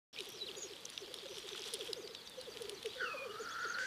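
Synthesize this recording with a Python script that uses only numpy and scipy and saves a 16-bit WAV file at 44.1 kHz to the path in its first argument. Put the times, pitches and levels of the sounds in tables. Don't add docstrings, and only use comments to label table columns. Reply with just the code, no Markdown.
import sys
import numpy as np
from scipy import signal
from scipy.io import wavfile

SR = 44100
rng = np.random.default_rng(int(sys.argv[2]) if len(sys.argv) > 2 else 0)


def unload_audio(sound):
    columns = np.transpose(np.atleast_2d(sound))
    steps = np.round(np.clip(columns, -1, 1) * 32767)
    wavfile.write(sys.argv[1], SR, steps.astype(np.int16))


def boost(x):
    u = np.asarray(x, float) / 20
    return 10 ** u


N = 170226
T = np.arange(N) / SR


def rms_one(x):
    return x / np.sqrt(np.mean(x ** 2) + 1e-20)


def band_pass(x, order, low_hz, high_hz):
    return signal.sosfilt(signal.butter(order, [low_hz, high_hz], "band", fs=SR, output="sos"), x)


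def coloured(x, points):
    hz, db = np.transpose(points)
    edges = np.minimum(20 * 2 ** np.arange(0, 10.1, .5), 17000)
    total = np.zeros(len(x))
    for k, (low, high) in enumerate(zip(edges, edges[1:])):
        gain = boost(np.interp(np.log(low * high) / 2, np.log(hz), db))
        total += gain * (-1) ** k * band_pass(x, 2, low, high)
    return rms_one(total)


def resonance(x, hz, width_hz):
    r = np.exp(-np.pi * width_hz / SR)
    poles = [1, -2 * r * np.cos(2 * np.pi * hz / SR), r * r]
    return signal.lfilter([(1 - r * r) / 2, 0, (r * r - 1) / 2], poles, x)


def resonance_twice(x, hz, width_hz):
    return resonance(resonance(x, hz, width_hz), hz, width_hz)


def drift(rate_hz):
    r = np.exp(-2 * np.pi * rate_hz / SR)
    slow = signal.lfilter([1], [1, -2 * r, r * r], rng.standard_normal(N + SR))
    return rms_one(slow[SR:])


def tone(pitch):
    return np.sin(2 * np.pi * np.cumsum(pitch) / SR + rng.uniform(0, 2 * np.pi))


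def add_note(out, start_s, pitch, level_db, flat):
    i = int(start_s * SR)
    envelope = np.sin(np.linspace(0, np.pi, len(pitch))) ** (2 * flat)
    note = envelope * tone(pitch)
    out[i:i + len(pitch)] += boost(level_db) * note[:len(out) - i]


# f/Hz, density/dB
AIR_COLOUR = [(25, -11.5), (70, -3), (300, 0.5), (1000, -4.5), (3000, -5.5), (7000, -15), (12000, -18),
              (15500, -27)]
AIR_DB = -58


def air():
    return boost(AIR_DB + 1.06 * drift(0.82)) * coloured(rng.standard_normal(N), AIR_COLOUR)


# t/s, level/dB
HANDLING = [(.13, -55), (.7, -58), (1.3, -55), (1.7, -48.5), (1.88, -51.5), (1.96, -64), (2.5, -65),
            (2.62, -56.5), (2.8, -60.5), (2.95, -53.5), (3.1, -79)]
# f/Hz, density/dB
FABRIC_COLOUR = [(410, -61), (700, 6), (1210, -3), (2490, -5), (3300, 4), (5360, -6), (9600, -11.5),
                 (15500, -15)]
GRAINS_PER_S, GRAIN_SPREAD_DB, SMOOTH_SHARE = 1800, 4, 1.1
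SHELL_HZ, SHELL_WIDTH_HZ = 3300, 500


def rustle():
    level_db = np.interp(T, *np.transpose(HANDLING))
    sizes = boost(GRAIN_SPREAD_DB * np.minimum(rng.exponential(1, N), 4)) * rng.choice([-1, 1], N)
    grains = sizes * (rng.random(N) < GRAINS_PER_S * boost(4 * drift(25)) / SR)
    dealt = rng.integers(0, 10, N)
    rings = np.zeros(N)
    for k, hz in enumerate(np.geomspace(1200, 11000, 10)):
        rings += resonance(grains * (dealt == k) + 1e-18, hz, .3 * hz)
    rub = rms_one(rings) + SMOOTH_SHARE * resonance(rng.standard_normal(N), 3400, 6400)
    on_shell = rub + 1.3 * resonance(rub, SHELL_HZ, SHELL_WIDTH_HZ)
    return boost(level_db) * coloured(on_shell, FABRIC_COLOUR)


# start t/s, length/s, from f/Hz, to f/Hz, peak level/dB
LARK_GLIDES = [(0.166, 0.036, 2120, 3080, -49), (0.404, 0.046, 4000, 3900, -42),
               (0.46, 0.037, 4500, 2605, -43), (0.566, 0.037, 6780, 6700, -48),
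               (0.602, 0.036, 7180, 6280, -45.5), (0.613, 0.042, 6790, 6580, -44.5),
               (0.124, 0.031, 6000, 4940, -53.5), (0.57, 0.032, 4650, 4940, -52.5),
               (1.976, .065, 3050, 4230, -60), (2.168, 0.044, 3700, 3170, -55),
               (2.244, .16, 4000, 3140, -59), (2.422, 0.068, 4200, 3220, -60),
               (2.888, .05, 3700, 4140, -52), (2.946, .05, 4030, 3350, -52),
               (1.04, 0.024, 2790, 3270, -56.5), (2.993, 0.042, 3500, 2800, -51.5),
               (3.036, 0.049, 3070, 2570, -43.5), (3.095, 0.051, 2640, 2516, -45.5),
               (3.164, 0.084, 2457, 2442, -45), (3.292, 0.024, 2850, 2987, -50),
               (3.512, 0.027, 3410, 3380, -48), (3.722, 0.022, 7200, 4700, -54),
               (3.738, 0.018, 4800, 3810, -44.5)]
# start t/s, length/s, top f/Hz, place of top (0-1), peak level/dB
LARK_ARCHES = [
    (3.392, .073, 7050, .4, -55),
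    (3.488, .067, 6750, .55, -55),
    (3.587, .069, 6900, .36, -55),
    (1.14, .1, 5600, .2, -60),
    (2.425, .04, 5300, .3, -58),
]
ARCH_RISE, ARCH_FALL, ARCH_LOW_GAIN_DB = .28, .42, 20
# start t/s, length/s, peak level/dB
LARK_TRILLS = [
    (0.269, 0.15, -56),
    (0.555, 0.18, -58),
    (0.919, 0.14, -57.5),
    (1.284, 0.13, -58),
    (1.639, 0.15, -60),
]
TRILL_HZ, TRILL_END_HZ, TRILL_WOBBLE_HZ, TRILL_PER_S = 5850, 4000, 200, 60
BUZZ_S, BUZZ_STEP_S, BUZZ_HZ, BUZZ_FALL_HZ, BUZZ_DB = 3.667, .0145, 6730, 588, -49.5
PHRASE_S, PHRASE_STEP_S = 2.022, .1205
PHRASE_HIGH_HZ, PHRASE_HIGH_DB, PHRASE_NOTE_HZ, PHRASE_NOTE_DB = 5900, -58.5, 4620, -55.5
CHORUS_HZ, CHORUS_SWING, CHORUS_DB = 4000, .16, -68


def lark_glides(out):
    waver_hz = 25 * drift(60)
    for s, length, from_hz, to_hz, db in LARK_GLIDES:
        n = int(length * SR)
        add_note(out, s, np.geomspace(from_hz, to_hz, n) + waver_hz[int(s * SR):][:n], db, flat=0.19)


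def lark_arches(out):
    for s, length, top_hz, top_at, db in LARK_ARCHES:
        u = np.linspace(0, 1, int(length * SR)) - top_at
        rise = ARCH_RISE * (u / top_at) ** 2
        fall = ARCH_FALL * np.abs(u / (1 - top_at)) ** 1.5
        drop = np.where(u < 0, rise, fall)
        arch = np.zeros(N)
        add_note(arch, s, top_hz * (1 - drop), db, flat=0.035)
        drop_then = np.interp(T, s + np.linspace(0, length, len(drop)), drop)
        out += arch * boost(ARCH_LOW_GAIN_DB * drop_then - 2)


def lark_repeats(out):
    buzz_hz = BUZZ_HZ - np.linspace(0, BUZZ_FALL_HZ, int(0.0112 * SR))
    for k in range(4):
        add_note(out, BUZZ_S + k * BUZZ_STEP_S, buzz_hz, BUZZ_DB, flat=0.55)
    u = np.linspace(-1, 1, int(0.0288 * SR))
    for k in range(8):
        s = PHRASE_S + k * PHRASE_STEP_S
        sweep_hz = PHRASE_HIGH_HZ - 500 * u + 250 * drift(280)[:len(u)]
        add_note(out, s - .01, sweep_hz, PHRASE_HIGH_DB + rng.normal(0, 0.99), flat=0.4)
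        add_note(out, s + 0.0095, PHRASE_NOTE_HZ - 70 * u, PHRASE_NOTE_DB + rng.normal(0, 1.5), flat=0.4)


def lark_trills(out):
    for s, length, db in LARK_TRILLS:
        u = np.linspace(0, 1, int(length * SR))
        fall_hz = (TRILL_HZ - TRILL_END_HZ) * np.clip((u - .6) / 0.34, 0, 1)
        wobble = np.sin(2 * np.pi * TRILL_PER_S * u * length) + 0.6 * drift(95)[:len(u)]
        add_note(out, s, TRILL_HZ - fall_hz + TRILL_WOBBLE_HZ * wobble, db, flat=0.052)


def lark_chorus(out):
    for bird in range(3):
        pitch = CHORUS_HZ * np.exp(CHORUS_SWING * drift(5.3))
        level_db = CHORUS_DB + 5 * np.clip(drift(9), -3, 1.2) + 4 * drift(200) - 4 * (T > 3)
        out += boost(level_db) * np.sin(2 * np.pi * np.cumsum(pitch) / SR)


def larks():
    out = np.zeros(N)
    for voice in (lark_glides, lark_arches, lark_repeats, lark_trills, lark_chorus):
        voice(out)
    echoes = sum(boost(db) * np.interp(T - lag_s, T, out)
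                 for lag_s, db in ((.007, -16.5), (.019, -15), (.034, -17)))
    return (out + echoes) * boost(2.64 * drift(73))


# t/s, peak level/dB, ring f/Hz
SHELL_TICKS = [(.1628, -36.5, 2560), (.2331, -47, 9930), (0.2564, -42, 10200), (.2695, -40.5, 3400),
               (.29, -40, 12300), (.3214, -47, 10700), (.485, -41, 4500), (0.5147, -35.5, 3200),
               (.5519, -37, 3390), (0.6313, -38, 3800), (0.7661, -38.5, 3400), (1.187, -36, 3800),
               (1.37, -37, 3240), (1.3925, -41.5, 8300), (1.5315, -32.5, 3170), (1.55, -40.5, 1390),
               (1.5945, -37, 5500), (1.62, -33, 5100), (1.6599, -35, 4800), (1.7911, -43, 9200),
               (1.8097, -32, 3200), (1.8644, -47, 9580), (2.1089, -42.5, 3680), (2.297, -43, 9600),
               (2.5394, -41.5, 3600), (2.5717, -35, 3430), (3.786, -30.5, 1700)]
TICK_WIDTH_SHARE = 0.26


def ticks():
    out, n = np.zeros(N), int(.01 * SR)
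    for s, db, hz in SHELL_TICKS:
        slip = rng.uniform(-1, 1, n) * np.exp(-np.arange(n) / SR / .0007)
        width_hz = TICK_WIDTH_SHARE * hz
        ring = resonance(resonance(slip, hz, width_hz), hz, 2 * width_hz)
        i = int(s * SR)
        out[i:i + n] += boost(db) * ring / np.abs(ring).max()
    return out


# note centre t/s, peak level/dB
ROLL_NOTES = [(.21, -47.5), (0.285, -50.5), (.358, -50), (0.435, -47), (.504, -48.5), (.58, -48),
              (.651, -47), (0.721, -49), (1.029, -47), (1.089, -52.5), (1.165, -55), (1.239, -49),
              (1.31, -50), (1.382, -48.5), (1.455, -49), (1.529, -47.5), (1.603, -45.5), (1.674, -50),
              (1.748, -46), (1.817, -43.5), (1.904, -42), (1.986, -42.5), (2.046, -44), (2.111, -51.5)]
ROLL_HZ, ROLL_RISE_FROM_S, ROLL_RISE_HZ_PER_S = 395.5, 1.34, 71
ROLL_NOTE_S, ROLL_FALL_HZ_PER_S, STEEPER_PER_HZ = 0.063, 3170, 29.5
# note centre t/s, f/Hz, glide/(Hz/s), peak level/dB
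BUBBLE_NOTES = [(2.39, 508, -800, -41), (2.485, 470, -6500, -45.5), (2.567, 449, -4500, -45),
                (2.615, 467, -1500, -42), (2.653, 405, -300, -43), (2.692, 438, -4500, -43),
                (2.732, 407, -1500, -42.5), (2.77, 396.5, -4500, -48), (2.867, 440, -3000, -36.5),
                (2.968, 517, -1500, -46), (2.997, 514, -300, -45), (3.026, 424, -6500, -45),
                (3.052, 489, 300, -44.5), (3.088, 470, -3000, -48), (3.155, 540, -5500, -42.5),
                (3.224, 546, 1502, -45), (3.265, 484, -4500, -42), (3.306, 415, 1500, -45),
                (3.346, 433, -1500, -45.5), (3.411, 448, -3000, -40), (3.655, 444, -6500, -46),
                (3.79, 520, -1500, -52), (3.83, 519, 300, -50.5)]
# note centre t/s, f/Hz, peak level/dB
FAR_COOS = [(.47, 508, -53), (.585, 521, -51), (.66, 503, -54), (.76, 550, -55), (.85, 536, -58.5),
            (1.04, 510, -58), (1.085, 522, -56), (1.12, 509, -51), (1.262, 541, -46), (1.33, 523, -49.5),
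            (1.45, 518, -58), (1.79, 555, -49), (2.345, 508, -58.5), (3.195, 484, -50.5),
            (3.61, 503.4, -59), (3.645, 535, -54)]
BUBBLE_NOTE_S, FAR_NOTE_S = 0.049, 0.033
LEK_DB, LEK_HZ, LEK_WIDTH_HZ = -66.5, 470, 102
ECHO_S, ECHO_DB = .031, -14.5


def grouse():
    roll = []
    for s, db in ROLL_NOTES:
        up_hz = ROLL_RISE_HZ_PER_S * max(s - ROLL_RISE_FROM_S, 0)
        roll.append((s, ROLL_HZ + up_hz, -ROLL_FALL_HZ_PER_S - STEEPER_PER_HZ * up_hz, db))
    far = [(s, hz, -600, db) for s, hz, db in FAR_COOS]
    out = np.zeros(N)
    for notes, length in ((roll, ROLL_NOTE_S), (BUBBLE_NOTES, BUBBLE_NOTE_S), (far, FAR_NOTE_S)):
        from_centre_s = np.arange(int(length * SR)) / SR - length / 2
        for s, hz, glide, db in notes:
            add_note(out, s - length / 2, hz + glide * from_centre_s, db, flat=1.0)
    out += boost(ECHO_DB) * np.interp(T - ECHO_S, T, out)
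    lek = rms_one(resonance_twice(rng.standard_normal(N), LEK_HZ, LEK_WIDTH_HZ))
    return out * boost(2.3 * drift(36)) + boost(LEK_DB + 0.95 * drift(8)) * lek


# t/s, peak level/dB, ring f/Hz, scratch level/dB
SHELL_CREAKS = [(0.187, -32, 3280, -53), (0.2054, -28.5, 3280, -42.5), (0.3008, -44, 5300, -46.5),
                (0.5825, -41, 6800, -43.5), (0.8525, -30, 6000, -42), (0.8992, -38, 3640, -39.5),
                (0.9762, -26, 3270, -62), (1.1407, -30.5, 3400, -38.5), (1.3819, -32.5, 3320, -43.5),
                (1.489, -31.5, 3600, -81), (1.6387, -37, 3450, -65), (1.736, -32.5, 3820, -29),
                (1.9308, -25, 4070, -36), (2.0752, -37.5, 3870, -67), (2.1483, -34, 3400, -71),
                (2.2734, -37.5, 3840, -55), (2.412, -39.5, 4240, -43), (2.6203, -37.5, 3540, -37),
                (2.6948, -29.5, 3480, -37.5), (2.828, -37, 3300, -47), (2.8583, -33, 2800, -42)]
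SLIPS_PER_S, CREAK_S, CREAK_WIDTH_HZ, LONG_RUB_S, LONG_RUB_AT_S = 5600, 0.0024, 1550, 0.0058, 1.736


def creaks():
    out, n = np.zeros(N + SR), int(.04 * SR)
    for s, db, hz, bright_db in SHELL_CREAKS:
        chance, size = rng.random((2, n))
        length = LONG_RUB_S if abs(s - LONG_RUB_AT_S) < .005 else CREAK_S
        cluster = np.exp(-(np.arange(n) / SR / length - .6) ** 2)
        slips = (chance < SLIPS_PER_S / SR) * (2 * size - 1) * cluster
        slips[5] = .6
        body = resonance_twice(slips, hz, CREAK_WIDTH_HZ) + 0.26 * resonance_twice(slips, 4680, 1800)
        scratch = resonance_twice(slips, 9500, 2700) + 0.27 * resonance(slips, 14100, 2700)
        scratch += size[0] * resonance_twice(slips, 7430, 700)
        i = int(s * SR)
        out[i:i + n] += boost(db) * body / np.abs(body).max()
        out[i:i + n] += boost(bright_db + 0.5) * scratch / np.abs(scratch).max()
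    return out[:N]


# t/s, level/dB, throat f/Hz
BREATH = [(2.965, -56, 1510), (2.997, -46.5, 1540), (3.008, -37.5, 1490), (3.055, -40, 1420),
          (3.075, -42, 1334), (3.199, -51, 1128), (3.428, -46, 1346), (3.701, -40, 1408), (3.74, -43, 1398),
          (3.778, -40.5, 1438), (3.86, -39.5, 1630)]
# f/Hz, width/Hz, level/dB
MOUTH = [
    (3300, 830, -16),
    (4480, 780, -14),
    (5570, 810, -20.5),
]
THROAT_WIDTH_HZ, SKIRT_UP_HZ, CORE_WIDTH_HZ, CORE_DB, RASP_DB = 600, 170, 170, 10, 1.5
CORE_FOLLOWS, MOUTH_FOLLOWS = 0.55, 0.69
GAPE_S, GAPE_RISE_S, GAPE_DB, GAPE_LOW_HZ, GAPE_HIGH_HZ = 3.775, 0.023, -52, 1693, 7320


def throat_band(noise_pair, carrier, width_hz, up_hz):
    low_pass = signal.butter(3, width_hz / 2, fs=SR, output="sos")
    slow = signal.sosfilt(low_pass, noise_pair[0] + 1j * noise_pair[1])
    return rms_one(np.real(carrier * np.exp(2j * np.pi * up_hz * T) * slow))


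def hiss():
    s, db, hz = np.transpose(BREATH)
    carrier = np.exp(2j * np.pi * np.cumsum(np.interp(T, s, hz)) / SR)
    effort_db = np.interp(T, s, db, left=-120)
    noise = rng.standard_normal((5, N))
    skirt = throat_band(noise[0:2], carrier, THROAT_WIDTH_HZ, SKIRT_UP_HZ)
    core = np.tanh(throat_band(noise[2:4], carrier, CORE_WIDTH_HZ, 0))
    core_gain = boost(CORE_DB + CORE_FOLLOWS * (effort_db + 44))
    throat = 0.33 * (skirt + core_gain * resonance(core, 1270, 1500))
    mouth = sum(boost(g_db) * rms_one(resonance_twice(noise[4], f, width)) for f, width, g_db in MOUTH)
    mouth = boost((MOUTH_FOLLOWS - 1) * (effort_db + 46.5)) * resonance(mouth, 4000, 4600)
    gape = rms_one(band_pass(noise[4, ::-1], 4, GAPE_LOW_HZ, GAPE_HIGH_HZ))
    opening = np.clip((T - GAPE_S) / GAPE_RISE_S, 0, 1)
    return boost(effort_db + RASP_DB * drift(70)) * (throat + mouth) + boost(GAPE_DB) * opening * gape


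def scene():
    return (air() + rustle() + larks() + ticks() + grouse() + creaks() + hiss())[None]


def band_limit(x):
    return signal.sosfilt(signal.butter(12, 16480, fs=SR, output="sos"), x)


START_S, FADE_IN_S, CUTOFF_HZ = .129, 0.039, 15750


def record(dry):
    fade = (T > START_S) * np.clip(0.39 + (T - START_S) / FADE_IN_S, 0, 1)
    low_pass = signal.cheby2(12, 45, CUTOFF_HZ, fs=SR, output="sos")
    return band_limit(signal.sosfilt(low_pass, dry * fade))


dry = scene()
out = record(dry)
unload_audio(out)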